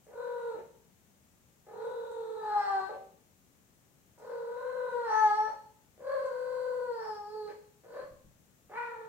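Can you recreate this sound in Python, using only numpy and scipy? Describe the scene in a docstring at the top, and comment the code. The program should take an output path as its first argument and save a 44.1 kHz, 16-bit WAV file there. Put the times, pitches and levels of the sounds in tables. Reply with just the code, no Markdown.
"""Cat yowls in a tiled hallway

A cat calls six times and jumps onto a wooden cabinet before the last call. Long yowls start as a quavering,
nearly closed-mouth moan, sink in pitch, open into "ow" and break off in a rasp: summed harmonics and half
harmonics shaped by throat and mouth resonances, with puffs of noise and creaks. Paws boom through panel modes;
ticks are bright noise bursts. Decaying noise makes the hard walls ring over a faint steady hiss.
"""
import sys
import numpy as np
from scipy import signal
from scipy.fft import rfft, irfft
from scipy.io import wavfile

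SR = 44100
rng = np.random.default_rng(int(sys.argv[2]) if len(sys.argv) > 2 else 0)


def dump_mix(stems):
    """Bounce the given channels to the path in sys.argv[1] as a 16-bit WAV at rate SR."""
    frames = np.atleast_2d(stems).T  # one column per channel
    limited = np.clip(frames, -1, 1)  # hard clip at full scale
    pcm = np.round(limited * 32767).astype(np.int16)
    wavfile.write(sys.argv[1], SR, pcm)


N = 400428

# calls, resonances with the jaw shut: start_s, end_s, attack_s, start_roughness_0_1, throat_hz (at rest pitch),
# low_overtones_db, lower_mouth_hz, upper_mouth_hz, high_overtones_db
CALLS = [(.06, .62, 0.13, 0.72, 1410, 2, 3920, 4370, -0.5),
         (1.661, 2.959, 0.18, 0.87, 1426, -1.5, 3783, 4280, 0.5),
         (4.172, 5.531, 0.14, 0.85, 1453, 0.5, 3980, 4630, -3.5),
         (5.971, 7.54, 0.098, 0.59, 1507, -0.5, 4276, 4550, -3),
         (7.829, 8.055, 0.13, 0.77, 1500, 6, 4200, 4900, 7),
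         (8.69, 9.126, 0.081, 0.71, 1860, 7.5, 3800, 4400, -5)]
# one gesture per call: time_s, pitch_hz, jaw_opening_0_1, lips_drawn_0_1, effort_db
CALL_GESTURES = [
    [(.1, 430.5, 0, 0.2, -4), (.2, 488, 0.02, 0.06, 1), (.36, 478, 0.12, 0, -2), (.48, 467, 0.01, 0, 2),
     (.62, 414.4, 0.07, 0, -5)],
    [(1.68, 395, 0.31, 0, 7), (1.86, 460.8, 0.02, 0, 2.5), (1.98, 466.8, 0.03, 0.26, -1.5),
     (2.34, 441.5, 0.01, 0.08, 0.5), (2.44, 428.6, 0.44, 0.25, -1), (2.53, 417, 0.7, 0.27, 1),
     (2.62, 403.4, 1, 0.58, -1.5), (2.8, 383.4, 0.67, 0.1, 3), (2.88, 386.3, 0.65, 0, -4),
     (2.92, 465, 0.01, 0, 0.5)],
    [(4.2, 439.5, 0.2, 0.9, 1.5), (4.32, 476, 0.04, 0.2, -1), (4.44, 463.6, 0, 0.1, -2),
     (4.7, 511, .15, 0, 2.5), (4.92, 487, .1, 0, 5), (5.04, 469.2, 0.44, .1, 2),
     (5.11, 431.7, 0.81, 0.97, 0.5), (5.19, 434.6, 0.94, 1, 1), (5.3, 418.3, 0.84, 0.53, 2),
     (5.45, 435.1, 0.65, 0.93, -2)],
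    [(5.97, 480, 0, 0.13, -4.5), (6.12, 546, 0.14, 0.12, 8), (6.32, 502.4, 0.08, 0.15, 1),
     (6.6, 506.4, 0.03, 0.25, 4), (6.84, 494.4, 0, 0, 3.5), (7.01, 443.4, 0.46, 0.84, -1.5),
     (7.12, 423.8, 0.33, 1, -0.5), (7.23, 410.8, 0.47, 1, -12), (7.35, 431.6, 0, 0.7, 1.5),
     (7.48, 417, 0, 0.74, 1)],
    [(7.83, 501.7, 0, 0.15, -2), (7.9, 457.7, 0, 0.1, -5.5), (7.97, 531.4, 0, 0, -5.5),
     (8.04, 528.3, 0.16, 0, 0.5)],
    [(8.69, 359.8, 0.15, 0.1, 4.5), (8.78, 479.4, 0.68, 0, -5.5), (8.88, 467.5, 0.45, 0, -7.5),
     (8.98, 448.7, 0.05, 0.1, -8.5), (9.08, 449, 0, 0.2, -7)],
]
# relative overtone strength around the throat resonance: multiple_of_throat_hz, level_db
THROAT_COLOUR = [(.6, 3), (.8, -1.5), (1, -4), (1.13, -7), (1.28, -19), (1.45, -32), (2.0, -33), (3, -46)]
# voice cracks into half harmonics as the jaw drops: time_s, half_length_s, period_doubling_0_1
VOICE_CRACKS = [(2.623, 0.21, 0.26), (5.117, 0.062, 0.38), (7.047, 0.046, 0.55), (8.731, .025, 0.45)]
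# harder creaks as calls break off: start_s, end_s, level_db, first_resonance_hz, overtones_db
BREAK_CREAKS = [(0.545, 0.608, -53.5, 420, -8), (2.893, 2.963, -50, 534, -10), (5.474, 5.517, -56, 550, -4),
                (7.479, 7.526, -60, 442, 6.5), (7.936, 8.041, -53, 486, -8)]
# upper resonances rung by a creak: pitch_hz, width_hz, level_db
CREAK_RESONANCES = [(1000, 750, -11), (1585, 380, -10.5), (1940, 330, -22), (4200, 2300, -24)]
# paws on the cabinet: time_s, level_db, contact_softness_hz (lowpass cutoff)
PAW_HITS = [(8.033, -62, 400), (8.112, -55, 91), (8.245, -55.5, 131.5), (8.645, -68.5, 400)]
# cabinet panel modes: pitch_hz, level_db, t60_s
CABINET_MODES = [(67.6, -6, 0.38), (92.5, -13, 0.31), (136, -1, 0.25), (163.5, 0, 0.16), (203, -4, 0.2),
                 (297, 3, 0.11)]
# faint high ticks: time_s, level_db
TICK_HITS = [(0.043, -66), (2.114, -60), (4.187, -63), (6.258, -59)]
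# hallway decay: band_hz, t60_s
HALL_DECAY = [(100, 0.41), (450, 0.54), (850, 0.53), (1700, 0.46), (4500, 0.67), (10000, 0.4)]
# relative background spectrum: band_hz, density_db (per Hz)
HUSH_SPECTRUM = [(25, -21), (65, -5), (130, -4.5), (200, -3.5), (310, -11), (520, -14.5), (1000, -19.5),
                 (2000, -22), (4800, -27.5), (6700, -21), (8500, -24.5), (10000, -28), (13000, -25.5),
                 (15000, -25)]

# voice levels: (jaw shut, jaw wide open)
FIRST_DB, SECOND_DB, THROAT_DB, MOUTH_DB = (-38.5, -42.5), (-50.5, -23), (-57, -34), (-70.5, -63)
# (lips closed, lips drawn back): all high overtones; then two resonances against the lower mouth one
BARED_DB, UPPER_MOUTH_DB, RIM_DB = (-0.5, 13), (-14.5, 3), (-19.5, -30.5)
# share of their frequency the resonances climb with the jaw, and the upper one with drawn lips
THROAT_RISE, LOWER_RISE, UPPER_RISE, LIPS_RISE = 0.23, 0.14, 0.23, 0.07
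# the larynx lifts with pitch and takes the throat resonance along (octaves per octave)
REST_PITCH_HZ, THROAT_FOLLOWS = 480, 0.4
# the open mouth rings most when the second harmonic meets its first resonance
CRY_HZ, CRY_WIDTH_HZ = 855, 99
SECOND_SHARE = 0.51  # share of a call's low_overtones_db that reaches the second harmonic
# a call swells from below and dies away as the folds break up
ATTACK_DEPTH_DB, RELEASE_DEPTH_DB, BREAK_S = 23.5, 20, 0.061
# roughness settles with time and rises again in the break
SETTLE_S, CLEAR_ROUGHNESS, ONSET_ROUGHNESS, BREAK_ROUGHNESS = 0.7, 0.025, 0.3, 0.98
CRACK_ROUGHNESS = 0.28  # roughness per unit of period doubling in a crack
ROUGH_DOUBLING = 0.4  # period doubling per unit of roughness
QUAVER = 0.1  # pitch swing per unit of roughness (share of the pitch)
# soft creak of slack folds at every start; the delay is to the first snap
ONSET_DELAY_S, ONSET_CREAK_S = 0.007, 0.079
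ONSET_CREAK_DB, ONSET_CREAK_HZ, ONSET_OVERTONES_DB = -60.5, 500, -7.5
DIRECT_DB, HUSH_DB = -4, -65.5
PORT_GAP_M, SOUND_SPEED_M_PER_S = 0.14, 343
CUTOFF_HZ = 15800


def from_db(db):
    """Decibels to gain."""
    return 10 ** (np.asarray(db) / 20)


def rms_one(x):
    """Scale to unit power."""
    return x / np.sqrt(np.mean(x ** 2) + 1e-20)


def in_time(rows, t):
    """Columns of a curve table at times t."""
    times_s, *columns = np.transpose(rows)
    return [np.interp(t, times_s, column) for column in columns]


def at_hz(points, hz):
    """Read a spectrum on a log-frequency axis."""
    point_hz, value = np.transpose(points)
    return np.interp(np.log(np.maximum(hz, point_hz[0])), np.log(point_hz), value)


def between(ends, amount):
    """Slide from the first value to the second."""
    return ends[0] + (ends[1] - ends[0]) * amount


def band_noise(size, low_hz, high_hz):
    """Unit-power noise between two edges, after the filter has run in."""
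    sos = signal.butter(2, [low_hz, min(high_hz, .45 * SR)], "band", fs=SR, output="sos")
    return rms_one(signal.sosfilt(sos, rng.standard_normal(size + SR // 10))[-size:])


def yowl(call, gesture, quaver_hz=44, wander=0.039, jitter=.014, shimmer=0.066, throb=.7,
         rasp=.23, hiss=0.13, fade_s=0.013):
    """Vocal folds quaver and stray with roughness; alternating strong and weak cycles add half harmonics."""
    start_s, end_s = call[:2]
    start = int(start_s * SR)
    t = np.arange(start, min(N, int(end_s * SR))) / SR
    size = len(t)
    folds, levels, tract = controls(call, gesture, t)
    pitch_hz, rough, doubling = folds
    first, second, throat, mouth = levels
    throat_hz, *mouth_shape = tract

    flutter_hz = quaver_hz * (1 + .16 * band_noise(size, 3.36, 26.6))
    flutter = np.sin(2 * np.pi * np.cumsum(flutter_hz) / SR)
    stray = QUAVER * flutter + wander * band_noise(size, 16, 69)
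    stray += jitter * rough * band_noise(size, 75, 380)
    phase = 2 * np.pi * np.cumsum(pitch_hz * (1 + rough * stray)) / SR

    order = np.arange(2, 44)[:, None] / 2  # harmonics and half harmonics, 1 to 21.5
    hz = order * pitch_hz
    fold_gain = np.where(order % 1 == 0, 1, np.abs(doubling))
    # the two lowest harmonics have their own levels; a half harmonic lies between
    gains = first * (order == 1) + second * (order == 2)
    gains = gains + .2 * doubling * np.sqrt(first * second) * (order == 1.5)
    throat_colour = from_db(at_hz(THROAT_COLOUR, hz / throat_hz))
    mouth_colour = mouth_gain(hz, *mouth_shape)
    for level, colour in ((throat, throat_colour), (mouth, mouth_colour)):
        colour = colour * fold_gain * (order > 2)
        gains = gains + level * colour / np.linalg.norm(colour, axis=0)
    start_phase = rng.uniform(0, 2 * np.pi, order.shape)
    voice = np.sqrt(2) * np.sum(gains * np.sin(order * phase + start_phase), axis=0)

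    # the voice swells as the quaver lifts its pitch
    voice *= 1 + rough * (throb * flutter + shimmer * band_noise(size, 25, 160))
    # turbulence puffs through once a cycle, more when the folds close unevenly
    air = rasp * (rough + doubling) * throat * band_noise(size, 700, 1900)
    air += hiss * mouth * band_noise(size, 4000, 12000)
    voice += air * (1 + np.cos(phase))
    edges = np.clip(np.minimum(t - start_s, end_s - t) / fade_s, 0, 1)
    return np.pad(voice * edges, (start, N - start - size))


def controls(call, gesture, t):
    """Age, effort, jaw and lips set the folds, the strength of the voice and its resonances."""
    start_s, end_s, attack_s, start_rough, throat_hz, low_db, lower_hz, upper_hz, high_db = call
    pitch_hz, jaw, lips, effort_db = in_time(gesture, t)
    starting = np.clip(1 - (t - start_s) / attack_s, 0, 1)
    breaking = np.clip(1 - (end_s - t) / BREAK_S, 0, 1)
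    crack = sum(depth * np.exp(-((t - at_s) / length_s) ** 2) for at_s, length_s, depth in VOICE_CRACKS)

    unsettled = start_rough * np.exp(-(t - start_s) / SETTLE_S) * np.clip(1 - jaw, 0, 1)
    rough = CLEAR_ROUGHNESS + unsettled + ONSET_ROUGHNESS * starting + BREAK_ROUGHNESS * breaking
    folds = pitch_hz, rough + CRACK_ROUGHNESS * crack, ROUGH_DOUBLING * rough + crack

    drive_db = effort_db - ATTACK_DEPTH_DB * starting - RELEASE_DEPTH_DB * breaking
    off_resonance_db = 10 * np.log10(1 + (2 * (2 * pitch_hz - CRY_HZ) / CRY_WIDTH_HZ) ** 2)
    parts_db = [between(FIRST_DB, jaw),
                between(SECOND_DB, jaw) + SECOND_SHARE * low_db - jaw * off_resonance_db,
                between(THROAT_DB, jaw) + low_db,
                between(MOUTH_DB, jaw) + between(BARED_DB, lips) + high_db]
    # drawn lips shorten the mouth and lift its upper resonance
    tract = [throat_hz * (1 + THROAT_RISE * jaw) * (pitch_hz / REST_PITCH_HZ) ** THROAT_FOLLOWS,
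             lower_hz * (1 + LOWER_RISE * jaw),
             upper_hz * (1 + UPPER_RISE * jaw + LIPS_RISE * lips),
             between(UPPER_MOUTH_DB, lips), between(RIM_DB, lips)]
    return folds, from_db(drive_db + np.array(parts_db)), tract


def mouth_gain(hz, lower_hz, upper_hz, upper_db, rim_db, width_hz=270, rim_hz=7800, rim_width_hz=2000,
               body_hz=3400, body_width_hz=700, body_db=-25):
    """Two narrow sliding resonances plus two broader fixed ones, summed in power."""
    peaks = [(lower_hz, width_hz, 0), (upper_hz, width_hz, upper_db),
             (rim_hz, rim_width_hz, rim_db), (body_hz, body_width_hz, body_db)]
    power = sum((from_db(db) / (1 + (2 * (hz - centre_hz) / peak_width_hz) ** 2)) ** 2
                for centre_hz, peak_width_hz, db in peaks)
    return np.sqrt(power)


def creaks(snaps_per_s=120, uneven=0.38, spread_db=1.5, width_hz=260):
    """Slack folds snap shut at slow, uneven intervals, and each snap rings the throat."""
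    out = np.zeros(N)
    onsets = [(start_s + ONSET_DELAY_S, start_s + ONSET_CREAK_S,
               ONSET_CREAK_DB, ONSET_CREAK_HZ, ONSET_OVERTONES_DB) for start_s, *_ in CALLS]
    for start_s, end_s, db, first_hz, overtones_db in onsets + BREAK_CREAKS:
        size = int((end_s - start_s) * SR)
        intervals = np.r_[0, rng.lognormal(0, uneven, 40)]
        at = (np.cumsum(intervals) * SR / snaps_per_s).astype(int)
        strength = from_db(rng.normal(0, spread_db, len(at)))
        snaps = np.zeros(size + SR // 20)  # room to ring out
        snaps[at[at < size]] = strength[at < size]
        modes = [(first_hz, width_hz, 0)]
        modes += [(hz, mode_width_hz, level_db + overtones_db)
                  for hz, mode_width_hz, level_db in CREAK_RESONANCES]
        ring = np.zeros(len(snaps))
        for hz, mode_width_hz, level_db in modes:
            once = resonate(snaps, hz, mode_width_hz)
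            ring += from_db(level_db) * rms_one(resonate(once, hz, mode_width_hz))
        first = int(start_s * SR)
        out[first:first + len(ring)] += from_db(db) * ring * np.sqrt(len(ring) / size)
    return out


def resonate(x, hz, width_hz):
    """Two-pole resonance with about unit gain at its peak."""
    r = np.exp(-np.pi * width_hz / SR)
    feedback = [1, -2 * r * np.cos(2 * np.pi * hz / SR), r * r]
    return signal.lfilter([(1 - r * r) / 2, 0, (r * r - 1) / 2], feedback, x)


def paws():
    """Soft pads push on the cabinet and set its panels booming."""
    out = np.zeros(N)
    t = np.arange(SR // 3) / SR
    for at_s, db, soft_hz in PAW_HITS:
        boom = np.zeros(len(t))
        for hz, level_db, t60_s in CABINET_MODES:
            strength = rng.normal(1, 0.18)
            boom += strength * from_db(level_db - 60 * t / t60_s) * np.sin(2 * np.pi * hz * t)
        thump = signal.lfilter(*signal.butter(1, soft_hz, fs=SR), boom)
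        at = int(at_s * SR)
        out[at:at + len(t)] += from_db(db) * thump[:N - at]
    return out


def ticks(decay_s=0.0073):
    """Tiny bright snaps: exponentially decaying bursts of high noise."""
    at_s, level_db = np.array(TICK_HITS).T[:, :, None]
    age_s = np.arange(N) / SR - at_s
    bursts = from_db(level_db) * (age_s > 0) * np.exp(-np.clip(age_s / decay_s, 0, 20))
    return bursts.sum(axis=0) * band_noise(N, 6000, 8500)


def diffuse(size, likeness=0.6):
    """Spectra of noise from all sides at two ports: most alike in the bass, nearly unrelated above."""
    hz = np.fft.rfftfreq(size, 1 / SR)
    alike = np.sinc(2 * hz * PORT_GAP_M / SOUND_SPEED_M_PER_S) * np.clip(likeness, 0, 1)
    mid, side = rfft(rng.standard_normal((2, size)))
    return hz, np.sqrt(1 + alike) * mid + np.sqrt(1 - alike) * side * [[1], [-1]]


def hallway(x, early_db=-7.0, tail_db=-2.5, early_t60_s=0.18, gap_s=0.0028):
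    """Direct sound, a quick flurry from the near walls, then a tail that dies band by band."""
    t = np.arange(SR) / SR
    hz, near = diffuse(SR)
    flurry = from_db(-60 * t / early_t60_s) * (t > gap_s)
    response = from_db(early_db) * irfft(near, SR) * flurry / np.linalg.norm(flurry) / np.sqrt(2)
    hz, far = diffuse(SR)
    edges_hz = [0, *np.geomspace(300, 9600, 6), SR]
    for low_hz, high_hz in zip(edges_hz, edges_hz[1:]):
        t60_s = at_hz(HALL_DECAY, (low_hz + high_hz) / 2)
        decay = from_db(-60 * t / t60_s) * (t > gap_s)
        band = irfft(far * ((hz >= low_hz) & (hz < high_hz)), SR)
        response += from_db(tail_db) * band * decay / np.linalg.norm(decay) / np.sqrt(2)
    # direct sound reaches the right port 4 samples sooner
    response[[0, 1], [4, 0]] += from_db(DIRECT_DB)
    return signal.fftconvolve(x[None], response, axes=1)[:, :N]


def hush(left_db=2.04):
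    """Low murmur of the house and microphone hiss, as steady shaped noise."""
    hz, field = diffuse(N)
    noise = rms_one(irfft(field * from_db(at_hz(HUSH_SPECTRUM, hz)), N))
    return from_db(HUSH_DB) * from_db([[left_db], [-left_db]]) * noise


def scene(cat_db=0.0, hush_db=0.0, left_db=0.38, chest_cut_hz=385):
    """Cat and cabinet in the hallway; so small a mouth radiates little bass."""
    cat = from_db(cat_db) * sum(yowl(call, gesture) for call, gesture in zip(CALLS, CALL_GESTURES))
    cat = signal.sosfilt(signal.butter(4, chest_cut_hz, "high", fs=SR, output="sos"), cat)
    room = hallway(cat + creaks() + paws() + ticks())
    return room * from_db([[left_db], [-left_db]]) + from_db(hush_db) * hush()


def record(dry):
    """Cut the top steeply with an elliptic lowpass."""
    return signal.sosfilt(signal.ellip(12, .1, 80, CUTOFF_HZ, fs=SR, output="sos"), dry)


dry = scene()
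out = record(dry)
dump_mix(out)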